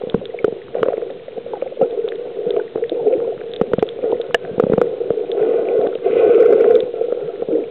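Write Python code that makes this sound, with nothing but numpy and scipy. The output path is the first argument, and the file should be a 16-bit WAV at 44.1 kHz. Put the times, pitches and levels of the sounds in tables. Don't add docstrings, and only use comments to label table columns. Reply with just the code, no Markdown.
import sys
import numpy as np
from scipy import signal
from scipy.fft import rfft, irfft
from scipy.io import wavfile
from scipy.ndimage import uniform_filter1d

SR = 44100
rng = np.random.default_rng(int(sys.argv[2]) if len(sys.argv) > 2 else 0)


def file_out(sig):
    cols = np.atleast_2d(sig).T
    lim = np.clip(cols, -1, 1)
    pcm = np.round(lim * 32767).astype(np.int16)
    wavfile.write(sys.argv[1], SR, pcm)


def invert_db(level):
    return 10 ** (np.asarray(level, dtype=float) / 20)


N = 339570

# pitch_hz, level_db (per Hz)
HISS = [
    (45, -10),
    (150, 1.5),
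    (500, 5.5),
    (950, -4.5),
    (2000, -6.5),
    (3600, -4.5),
    (4050, -4.5),
    (4500, -12.5),
]
# start_s, peak_db
SNAPS = [(.098, -17), (0.2547, -18.5), (1.1065, -32.5), (1.909, -31.5), (2.0866, -18), (2.156, -31.5),
         (2.5057, -17.5), (2.8949, -16.5), (3.5159, -32), (3.536, -17), (3.562, -18.5), (3.7916, -28),
         (3.7942, -24.5), (3.801, -31), (3.866, -33), (3.889, -17), (4.1168, -32), (4.2143, -18.5),
         (4.266, -35), (4.804, -34), (5.3162, -17), (5.8143, -33), (5.8713, -30.5), (5.9394, -39),
         (5.951, -28), (6.7538, -18.5), (6.804, -16.5)]
# start_s, peak_db, pitch_hz
GRIT = [(0.6823, -28.5, 1190), (0.7577, -29, 1050), (0.783, -33, 1480), (0.794, -30, 1020),
        (0.856, -21, 1100), (0.9323, -22.5, 1330), (1.017, -28, 1360), (2.0792, -27, 1220),
        (2.1203, -20, 1750), (2.758, -26, 1350), (2.775, -29, 1260), (1.555, -31, 1290), (1.62, -32, 2300),
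        (1.675, -32.5, 2180), (2.839, -21.5, 1900), (3.1375, -26.5, 2320), (3.2024, -25.5, 1090),
        (3.413, -24.5, 1500), (4.309, -23.5, 1135), (4.45, -23, 1580), (0.745, -28.5, 1700),
        (1.102, -32, 1800), (1.282, -33, 1900), (3.378, -30.5, 1400), (5.375, -31, 1600),
        (5.427, -27.5, 1650), (5.813, -25, 1350), (5.93, -28.5, 1300), (5.986, -31, 1420),
        (5.866, -24, 1200), (6.643, -13, 1340),
        (0.445, -32, 1946), (0.856, -36.0, 1956.0), (0.878, -35, 1900), (0.902, -35, 1990),
        (0.971, -30, 2050), (1.616, -29, 2377.0), (1.817, -31, 2700), (2.079, -32, 2354.0),
        (2.565, -28, 2264.0), (5.953, -26, 2800), (3.126, -28, 2432.0), (3.737, -25, 2196),
        (3.791, -30, 2593.0), (4.117, -32.5, 2967.0), (4.729, -27.5, 1920), (4.778, -30.5, 2430),
        (5.654, -31.5, 2322.0), (5.872, -31.5, 2900), (6.111, -28.5, 2200), (6.122, -29.5, 2258.0),
        (6.137, -26, 2320), (6.234, -33.0, 2253.0), (6.244, -30.5, 2256.0), (6.292, -31, 2480),
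        (6.335, -31, 2192.0), (6.346, -21.5, 2455.0), (6.355, -27.5, 2147.0), (3.792, -27, 1500),
        (3.7952, -27, 1600), (0.02, -27, 1000), (0.122, -29, 950)]
# start_s, peak_db, start_hz, end_hz, fade_ms (time to fall 60 dB)
BUBBLES = [
    (.301, -35.5, 2050, 1800, 30),
    (.3885, -25.5, 2280, 2050, 37),
    (1.534, -20.5, 878, 700, 100),
    (2.589, -26, 896, 797, 64),
    (2.598, -25, 1514, 1360, 52),
]
# start_s, peak_db
CLACK = (4.3443, 2.2)
# pitch_hz, level_db, fade_s (time to fall 60 dB)
CLACK_MODES = [
    (480, -2, 0.047),
    (663, -5.5, 0.039),
    (1722, -1, 0.023),
    (2865, 0.5, 0.01),
    (2050, -16, 0.014),
    (3660, -21, 0.021),
    (1200, -8, 0.015),
]
# start_s, peak_db, start_hz, end_hz, length_ms
GULPS = [(.012, -32.5, 690, 674, 15), (.338, -24.5, 736, 720, 12), (1.356, -21, 488.6, 513, 46),
         (1.815, -5.5, 556, 448, 30.5), (1.82, -32.5, 1338, 1350, 27), (2.459, -25.5, 175, 180, 29),
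         (2.911, -16.5, 324, 402, 34), (2.915, -23.5, 496, 765, 25), (2.99, -34.5, 790, 875, 35),
         (3.042, -24, 265, 379, 42), (3.15, -13.5, 377, 340, 19), (3.369, -30.5, 190, 190, 15),
         (4.123, -16, 950, 950, 6.5), (3.8245, -8, 680, 636, 6.3), (5.785, -29, 108.4, 100, 12.4),
         (1.808, -16.5, 746, 694, 25.4), (6.05, -18.5, 699, 670, 50), (2.752, -25, 750, 680, 9.4),
         (7.218, -34, 156, 160, 80), (7.505, -15.5, 344.5, 283, 82), (7.569, -27, 281, 348, 76)]
# start_s, peak_db, pitch_hz,
# length_ms
THROBS = [(1.985, -10, 443, 22.4), (2.034, -13, 444, 32), (2.817, -9.5, 457, 30), (2.834, -15.5, 462, 38),
          (3.063, -5.5, 436, 21), (3.075, -5.5, 439, 21), (3.119, -7.5, 514, 40), (5.165, -11, 445, 27),
          (5.202, -12, 442, 25), (5.408, -8, 428, 38), (5.748, -7, 463, 19), (5.761, -6, 459.5, 24),
          (6.056, -6, 407, 25), (6.192, -5, 469, 17), (6.229, -4, 462, 18), (6.24, -3, 450, 20),
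          (6.263, -4.5, 412, 12), (6.273, -3.5, 454, 13), (6.298, -4, 473, 33), (6.329, -8.5, 446, 11),
          (6.3625, -3.5, 432, 16), (6.394, -1, 467.5, 25), (6.4104, -2.5, 437, 11), (6.4196, -1, 449, 14),
          (6.451, -1, 451, 24), (6.487, -3.8, 475, 14), (6.501, -3.5, 422, 16), (6.521, -1, 450, 12),
          (6.5285, -0.4, 464, 11), (6.552, -2.5, 431, 18), (6.587, -11, 495, 20), (6.602, -1.5, 464, 18),
          (6.669, -3.6, 444, 29), (6.7, -2.5, 470, 24), (6.739, -3.5, 481, 20.6), (6.7527, -1.6, 458.5, 22),
          (0.033, -17, 438, 13.5), (0.156, -18, 440.0, 13.4), (0.287, -20.5, 464, 25),
        (0.785, -16.5, 513, 17), (0.935, -10, 492, 11.3), (1.373, -13.5, 482, 21.7), (1.658, -19, 519, 27),
        (1.77, -18.5, 510, 10.4), (1.943, -17.5, 469, 18), (1.972, -18, 435, 12), (2.118, -18, 456, 14),
        (2.146, -22, 430, 18), (2.178, -24, 460, 18), (2.384, -14.5, 449, 18), (2.464, -11, 444, 17),
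        (2.503, -11, 425, 18), (2.566, -8.5, 438, 16.7), (2.589, -10.5, 443, 12.0),
        (2.609, -12.5, 415.0, 18.4), (2.896, -20.5, 456, 13), (3.028, -13, 466, 17),
        (3.177, -13.5, 414, 15), (3.273, -8.5, 460, 14.4), (3.292, -13, 451, 25.0),
        (3.596, -17, 488.0, 12.4), (3.631, -16.0, 480, 17), (4.069, -13.5, 480, 17), (4.291, -20, 493, 27),
        (4.496, -20, 455, 28), (4.885, -17, 478, 28), (5.342, -17.5, 446, 27), (5.728, -11.5, 464, 8.8),
        (5.787, -8, 494, 15), (5.907, -21, 477, 18), (6.127, -7.5, 466, 14.4), (6.165, -4.5, 446, 9.9),
        (6.347, -3, 424, 19.0), (6.638, -6, 430, 24), (6.722, -10, 451, 22), (6.821, -9.5, 462, 15.0),
        (7.028, -13, 483, 35), (7.066, -18, 495.0, 11), (7.16, -16.5, 480, 41), (7.254, -14, 464, 16.4),
        (7.549, -6, 463, 17), (7.657, -19.5, 430, 30)]
# start_s, peak_db, pitch_hz, length_ms
LUMPS = [(0.176, -30, 203.0, 11), (0.811, -24.5, 199, 14), (1.376, -27, 246, 13), (1.822, -16, 223.6, 14),
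         (3.04, -27.5, 272, 69), (3.174, -28, 213.0, 12), (3.672, -27, 244, 25), (4.511, -22, 178.0, 10),
         (4.529, -27, 196, 15), (5.464, -28.5, 274, 48), (5.59, -28.5, 243, 11), (5.788, -25, 220, 14),
         (6.093, -28, 254, 26), (6.12, -29.5, 262, 38), (6.288, -21, 224.0, 11), (6.508, -29.5, 230.5, 14),
         (6.533, -20.5, 235.0, 18.0), (6.63, -24.5, 263.0, 41), (6.686, -24, 250.0, 20),
         (6.746, -26, 237, 30), (6.83, -25.5, 206.0, 11), (7.611, -28.5, 254.0, 36)]
# start_s, peak_db, length_ms
FLARES = [(0.762, -20.5, 15.5), (0.778, -25.5, 12.6), (0.9, -19, 13), (0.921, -15, 11.5),
          (1.372, -26.5, 16), (1.567, -25.5, 11.5), (1.657, -25, 13.5), (2.555, -18.5, 37),
          (2.895, -24, 9.9), (2.987, -26.5, 28), (3.065, -18, 13), (3.123, -28.0, 13), (3.319, -21, 16),
          (3.778, -22, 14), (4.138, -27.5, 11), (4.439, -27, 31), (4.472, -28, 16), (4.632, -21.5, 12),
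          (4.773, -19.5, 15), (5.346, -29, 12), (5.37, -23, 16), (5.393, -22, 16), (5.429, -21, 13),
          (5.469, -19, 13), (5.573, -19.5, 42), (5.604, -28, 9.5), (5.711, -26, 18), (5.739, -26, 35),
          (5.811, -16.5, 27), (5.869, -24, 13.0), (6.036, -31.5, 27.0), (6.205, -19, 47), (6.232, -18, 33),
          (6.285, -22.5, 43), (6.315, -21.5, 19), (6.488, -18.5, 36), (6.523, -17, 16), (6.686, -24, 16),
          (6.699, -18.5, 20), (7.119, -28, 8.1), (7.421, -22, 16)]
# pitch_hz, width_hz, level_db
POCKET = [
    (463.2, 55.3, 1),
    (415, 75.7, -1.5),
    (676, 51, -15),
    (316.4, 26, -16.5),
    (810, 9.4, -33),
]
# pitch_hz, width_hz, level_db
SHELL = [
    (1114, 67, 6.5),
    (1340, 300, 4),
    (1484, 78, 6.5),
    (2013, 100, -1.5),
    (2420, 50, -12),
    (1900, 1800, -8),
]
# start_s, length_s, pocket_db, rasp_db
STROKES = [(0.0, 0.11, -35, -60.5), (0.207, 0.02, -32.5, -64.5), (0.34, 0.21, -36, -67.5),
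           (0.726, 0.18, -23.5, -48), (0.967, 0.14, -32, -61), (1.295, 0.053, -39, -62),
           (1.455, 0.16, -33.5, -53), (1.782, 0.051, -19.5, -55), (1.886, 0.39, -30.5, -56),
           (2.345, 0.15, -27, -62), (2.443, 0.12, -26, -52.5), (2.742, 0.028, -24.5, -64),
           (2.925, 0.16, -20.5, -59.5), (3.082, 0.21, -23.5, -57), (3.364, 0.31, -32, -64),
           (3.822, 0.3, -32.5, -60.5), (4.01, 0.12, -22, -50.5), (4.192, 0.11, -38, -50.5),
           (4.398, 0.16, -31.5, -51.5), (4.61, 0.24, -29, -52.5), (4.82, 0.43, -26.5, -57),
           (5.277, 0.082, -23.5, -55.5), (5.359, 0.26, -17, -42), (5.658, 0.12, -18.5, -48),
           (5.74, 0.12, -20.5, -48.5), (6.016, .12, -17, -39.5), (6.152, 0.19, -9.5, -36.5),
           (6.368, 0.36, -11, -39.5), (6.748, 0.035, -27, -52), (6.94, 0.44, -27, -56.5),
           (7.487, 0.09, -17, -56.5)]
# start_s, length_s, level_db
HUM_SPELL = (6.92, 0.46, -55.5)
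BLIP_HZ = (950, 1350, 1900, 2370)
# start_s, peak_db, ring_hz, thump_db, tick_db
KNOCKS = [(0.1421, -1.5, 449.4, -3, -18), (.443, 2, 429, -25.5, -11.5), (0.479, -6.5, 464, -21, -48),
          (.829, -1, 455, -39, -4.5), (.883, -2.5, 506, -41, -15), (1.812, -1.5, 502, -30.5, -27),
          (2.564, -22.5, 414, -40, -20), (3.069, -17.5, 430, -35, -44), (3.612, -0.5, 476, -5.5, -12),
          (3.733, 0, 452, -10, -9.5), (3.782, -8, 513, -8, -26), (3.825, 0.5, 441, -51, -10),
          (4.128, -2.5, 452, -26, -36), (4.579, -10, 480, -14.5, -49), (4.597, 3, 467, -19, -12.5),
          (4.624, -9.5, 480, -29, -43), (4.636, -5, 481, -5.5, -19.5), (4.665, -6, 512, -15.5, -32),
          (4.696, -4, 487, -8, -37), (4.719, -2.5, 426, -16.5, -26), (4.733, -1.5, 460, -4, -17),
          (4.778, -0.5, 493, -6, -24.5), (4.814, 2, 480, -43, -7.5), (5.103, -2, 452.4, -13, -21),
          (5.868, -6, 422, -32, -22)]
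# start_s, peak_db, ring_hz
SLIPS = [(.344, -14.5, 466), (1.022, -13, 461), (1.462, -19, 518), (1.535, -12, 476), (1.721, -18.5, 532),
         (1.975, -17.5, 405), (2.042, -23, 466), (2.075, -12.5, 471), (2.37, -16.5, 446),
         (2.453, -22.5, 427), (2.779, -10.5, 473), (2.898, -20.5, 450), (2.917, -11.5, 493),
         (3.276, -9.5, 460), (4.074, -20, 459), (4.198, -9.5, 458), (4.503, -20.5, 467),
         (5.013, -13.5, 430), (5.348, -9.5, 400), (5.541, -7.5, 440), (6.938, -12.5, 454),
         (7.011, -6.5, 474), (6.167, -16.5, 530), (7.083, -12, 463), (1.28, -20, 536), (.234, -31, 490),
         (.012, -16.5, 463)]
# start_s, peak_db, ring_hz
TAPS = [(.213, -17, 540), (.75, -8.5, 520), (.86, -7.5, 520), (.977, -12, 428), (1.102, -16.5, 524),
        (1.6215, -6.5, 537), (2.756, -7.5, 415), (3.988, -15, 512), (4.039, -7.5, 472), (5.952, -10.5, 463),
        (7.122, -5, 480), (7.304, -31, 520), (7.42, -7.5, 471)]
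# start_s, peak_db, ring_hz
BUMPS = [
    (.035, -18.5, 464),
    (.069, -14, 490),
    (.522, -13.5, 415),
    (3.716, -15, 519),
    (7.256, -26.5, 485),
    (7.484, -10.5, 435),
    (7.509, -20, 467),
]

# thump_db and tick_db (both relative to the ring), push_ms
SLIP, TAP, BUMP = (-35.5, -38, 8.52), (-37.5, -19.5, 4.04), (-9, -27, 3.4)
KNOCK_PUSH_MS = 2.96
UPPER_HZ = 674
STROKE_FADE_DB_PER_S = 137
SHORT = np.arange(SR // 10) / SR
CLOCK = np.arange(0, N / SR + .001, .001)


def level(x, db):
    return x * invert_db(db) / np.sqrt(np.mean(x ** 2))


def smooth_twice(x, size):
    return uniform_filter1d(uniform_filter1d(x, size), size)


def walk(rate):
    hold = int(SR / rate)
    steps = np.repeat(rng.standard_normal(N // hold + 1), hold)
    return 2.0 * smooth_twice(steps, hold)[:N]


def add(out, s, x):
    i = int(s * SR)
    out[i:i + len(x)] += x[:N - i]


def band(x, hz, width):
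    return signal.lfilter(*signal.iirpeak(hz, hz / width, SR), x)


def band_twice(x, hz, width):
    return band(band(x, hz, width), hz, width)


def body(x, modes, patchy_db):
    out = np.zeros(N)
    for hz, width, db in modes:
        out += invert_db(db + patchy_db * walk(22)) * band_twice(x, hz, 1.22 * width)
    return out


def ring(hz, t60, push_s, phase=0.):
    push = np.sin(np.pi * np.clip(SHORT / push_s, 0, 1)) ** 2
    swell = signal.lfilter([1], [1, -invert_db(-60 / (t60 * SR))], push)
    return -swell / swell.max() * np.sin(2 * np.pi * hz * SHORT + phase)


def slips(per_s, scatter_db):
    chance = rng.random((3, N))
    sizes = invert_db(-scatter_db * np.log(1 - chance[1])) * np.sign(chance[2] - .5)
    return np.where(chance[0] < per_s / SR, sizes, 0)


def spells(rows, fade_db_per_s):
    s, length, db = np.transpose(rows)[:, :, None]
    since = CLOCK - s
    rise = np.clip(since / 0.036, 0, 1)
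    fall_db = np.clip(fade_db_per_s * (since - length), 0, 90)
    gain = rise * invert_db(db - fall_db)
    return np.interp(np.arange(N) / SR, CLOCK, gain.sum(axis=0))


def steady(x, s):
    return x / smooth_twice(x ** 2, int(s * SR)) ** .35


def swing(x):
    return np.sqrt(2 * smooth_twice(x ** 2, SR // 230) + 1e-12)


def reined(x, struck):
    swing_top, yield_at = 0.47, 0.37
    limited = x / (1 + (swing(x) / swing_top) ** 4) ** 0.46
    return limited / (1 + (swing(struck) / yield_at) ** 2)


def hiss():
    hz, db = np.transpose(HISS)
    bins_hz = np.fft.rfftfreq(N, 1 / SR)
    colour = invert_db(np.interp(np.log(bins_hz + 1), np.log(hz), db)) * (bins_hz < 4580)
    return level(irfft(rfft(rng.standard_normal(N)) * colour, N), -46.5)


def snaps():
    out, chance = np.zeros(N), rng.standard_normal(len(SNAPS))
    snap_hz, snap_spread, snap_t60_ms, grit_t60_ms = 3577, .02, 5.3, 5.5
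    rows = [(s, db, snap_hz * (1 + snap_spread * c), snap_t60_ms) for (s, db), c in zip(SNAPS, chance)]
    rows += [(*row, grit_t60_ms) for row in GRIT]
    for s, db, hz, t60_ms in rows:
        t60 = t60_ms / 1000
        bright = ring(hz, t60, 0.00079)
        dull = invert_db(-13.5) * ring(.45 * hz, 1.2 * t60, 0.0003)
        add(out, s, invert_db(db) * (bright + dull))
    reef = level(band(slips(45, scatter_db=2.8), 2300, 2600), -60)
    return out + reef


def bubbles():
    out, flutter = np.zeros(N), invert_db(3 * walk(250))
    for s, db, start_hz, end_hz, ms in BUBBLES:
        along = SHORT / (ms / 1000)
        hz = end_hz + (start_hz - end_hz) * np.exp(-2 * along)
        gain = invert_db(db - 60 * along) * np.tanh(SHORT / 0.00078)
        add(out, s, gain * np.sin(2 * np.pi * np.cumsum(hz) / SR))
    return out * flutter


def clack():
    out = np.zeros(N)
    start_s, peak_db = CLACK
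    modes = sum(invert_db(db) * ring(hz, t60, 0.00088) for hz, db, t60 in CLACK_MODES)
    add(out, start_s, invert_db(peak_db) * modes)
    return out


def gulps():
    out, air = np.zeros(N), walk(200)
    rows = GULPS + [(s, db, hz, hz, ms) for s, db, hz, ms in THROBS + LUMPS]
    rows += [(s, db, UPPER_HZ, UPPER_HZ, ms) for s, db, ms in FLARES]
    for s, db, start_hz, end_hz, ms in rows:
        along = np.clip(SHORT / (ms / 1000), 0, 1)
        hz = start_hz + (end_hz - start_hz) * along
        wavers = abs(start_hz - 480) > 100
        waver = 1 + .034 * air[int(.9 * s * SR):][:len(SHORT)] * wavers
        swell = np.sin(np.pi * along ** 0.83) ** 2
        add(out, s, invert_db(db) * swell * np.sin(2 * np.pi * np.cumsum(hz * waver) / SR))
    return out


def slosh(press):
    stir_rows = [(s, .02, thump_db - 37.5) for s, _, _, thump_db, _ in KNOCKS]
    stir = spells(stir_rows, fade_db_per_s=112)
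    water = band_twice(rng.standard_normal(N), 170, 220) * invert_db(3.0 * walk(25))
    return level(water, 0) * (invert_db(-49) + invert_db(-41) * press + stir)


def blips(press):
    width = .13
    out = sum(band(band(slips(13, scatter_db=3), hz, width * hz), hz, 2 * width * hz) for hz in BLIP_HZ)
    return level(out, -32.5) * np.sqrt(press * invert_db(-24.0))


def shell_rasp(force, press):
    scrape = spells([(s, length, db) for s, length, _, db in STROKES], STROKE_FADE_DB_PER_S)
    shell = steady(body(steady(force, 0.0027), SHELL, patchy_db=1.5), 0.011)
    bent = np.arange(N) + .003 * SR * walk(4)
    rasp = level(np.interp(bent, np.arange(N), shell), -1.5) * scrape
    rasp = rasp + band(rasp, 2500, 410) * scrape / invert_db(-40)
    hum = level(steady(band_twice(force, 1350, 120), 0.044), 0)
    flow = invert_db(-40) * press + spells([HUM_SPELL], STROKE_FADE_DB_PER_S)
    return rasp + hum * flow


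def drag(struck):
    still_db = -39
    strokes = spells([(s, length, db) for s, length, db, _ in STROKES], STROKE_FADE_DB_PER_S)
    press = invert_db(still_db) + strokes
    force = slips(2500, scatter_db=2.5) * invert_db(3.0 * walk(55))
    muffle = signal.butter(6, 840, fs=SR, output="sos")
    pocket = signal.sosfilt(muffle, body(force, POCKET, patchy_db=1.5))
    pocket = level(steady(pocket, 0.02), 0) * press
    return reined(pocket, struck) + blips(press) + shell_rasp(force, press) + slosh(press)


def blows():
    ring_t60_s, thump_t60_s, tick_t60_s = 0.031, .03, .007
    thump_hz, tick_hz, tick_lag_s = 190, 1190, .0008
    rows = [(*row, KNOCK_PUSH_MS) for row in KNOCKS]
    for table, (thump_db, tick_db, push_ms) in ((SLIPS, SLIP), (TAPS, TAP), (BUMPS, BUMP)):
        lead_s = .55 * max(push_ms - KNOCK_PUSH_MS - 1, 0) / 1000
        rows += [(s - lead_s, db, hz, db + thump_db, db + tick_db, push_ms) for s, db, hz in table]
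    out, chance = np.zeros(N), rng.standard_normal((len(rows), 3))
    for (s, db, hz, thump_db, tick_db, push_ms), (a, b, c) in zip(rows, chance):
        push_s = push_ms / 1000
        x = invert_db(db) * ring(hz, ring_t60_s, push_s, phase=0.53 * a)
        x = x + invert_db(db - 14.5) * ring(UPPER_HZ, ring_t60_s * 0.69, push_s)
        x = x + invert_db(thump_db) * ring(thump_hz * (1 + 0.021 * b), thump_t60_s, push_s)
        add(out, s, x)
        this_tick_hz = tick_hz * (1 + .12 * c)
        tick = ring(this_tick_hz, tick_t60_s, 0.0012)
        tick = tick + invert_db(-13.0) * ring(2.5 * this_tick_hz, tick_t60_s, 0.00025)
        add(out, s + tick_lag_s, invert_db(tick_db - 1.5) * tick)
    return out


def scene():
    struck = blows() + gulps()
    shaken = drag(struck) + struck + snaps() + clack() + bubbles()
    seal = signal.butter(2, 68, "high", fs=SR, output="sos")
    return (signal.sosfilt(seal, shaken) + hiss())[None]


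def roll_off(x):
    return signal.sosfilt(signal.butter(12, 15900, fs=SR, output="sos"), x)


def record(dry):
    knee, sharpness = .724, 26.0
    rounded = dry / (1 + np.abs(dry / knee) ** sharpness) ** (1 / sharpness)
    top_hz, ceiling, offset = 4000, .714, -.0028
    edge = signal.cheby2(9, 60, 1.28 * top_hz, fs=SR, output="sos")
    narrow = signal.sosfilt(edge, rounded)
    mix = np.clip(narrow + offset, -ceiling, ceiling)
    return roll_off(mix)


dry = scene()
out = record(dry)
file_out(out)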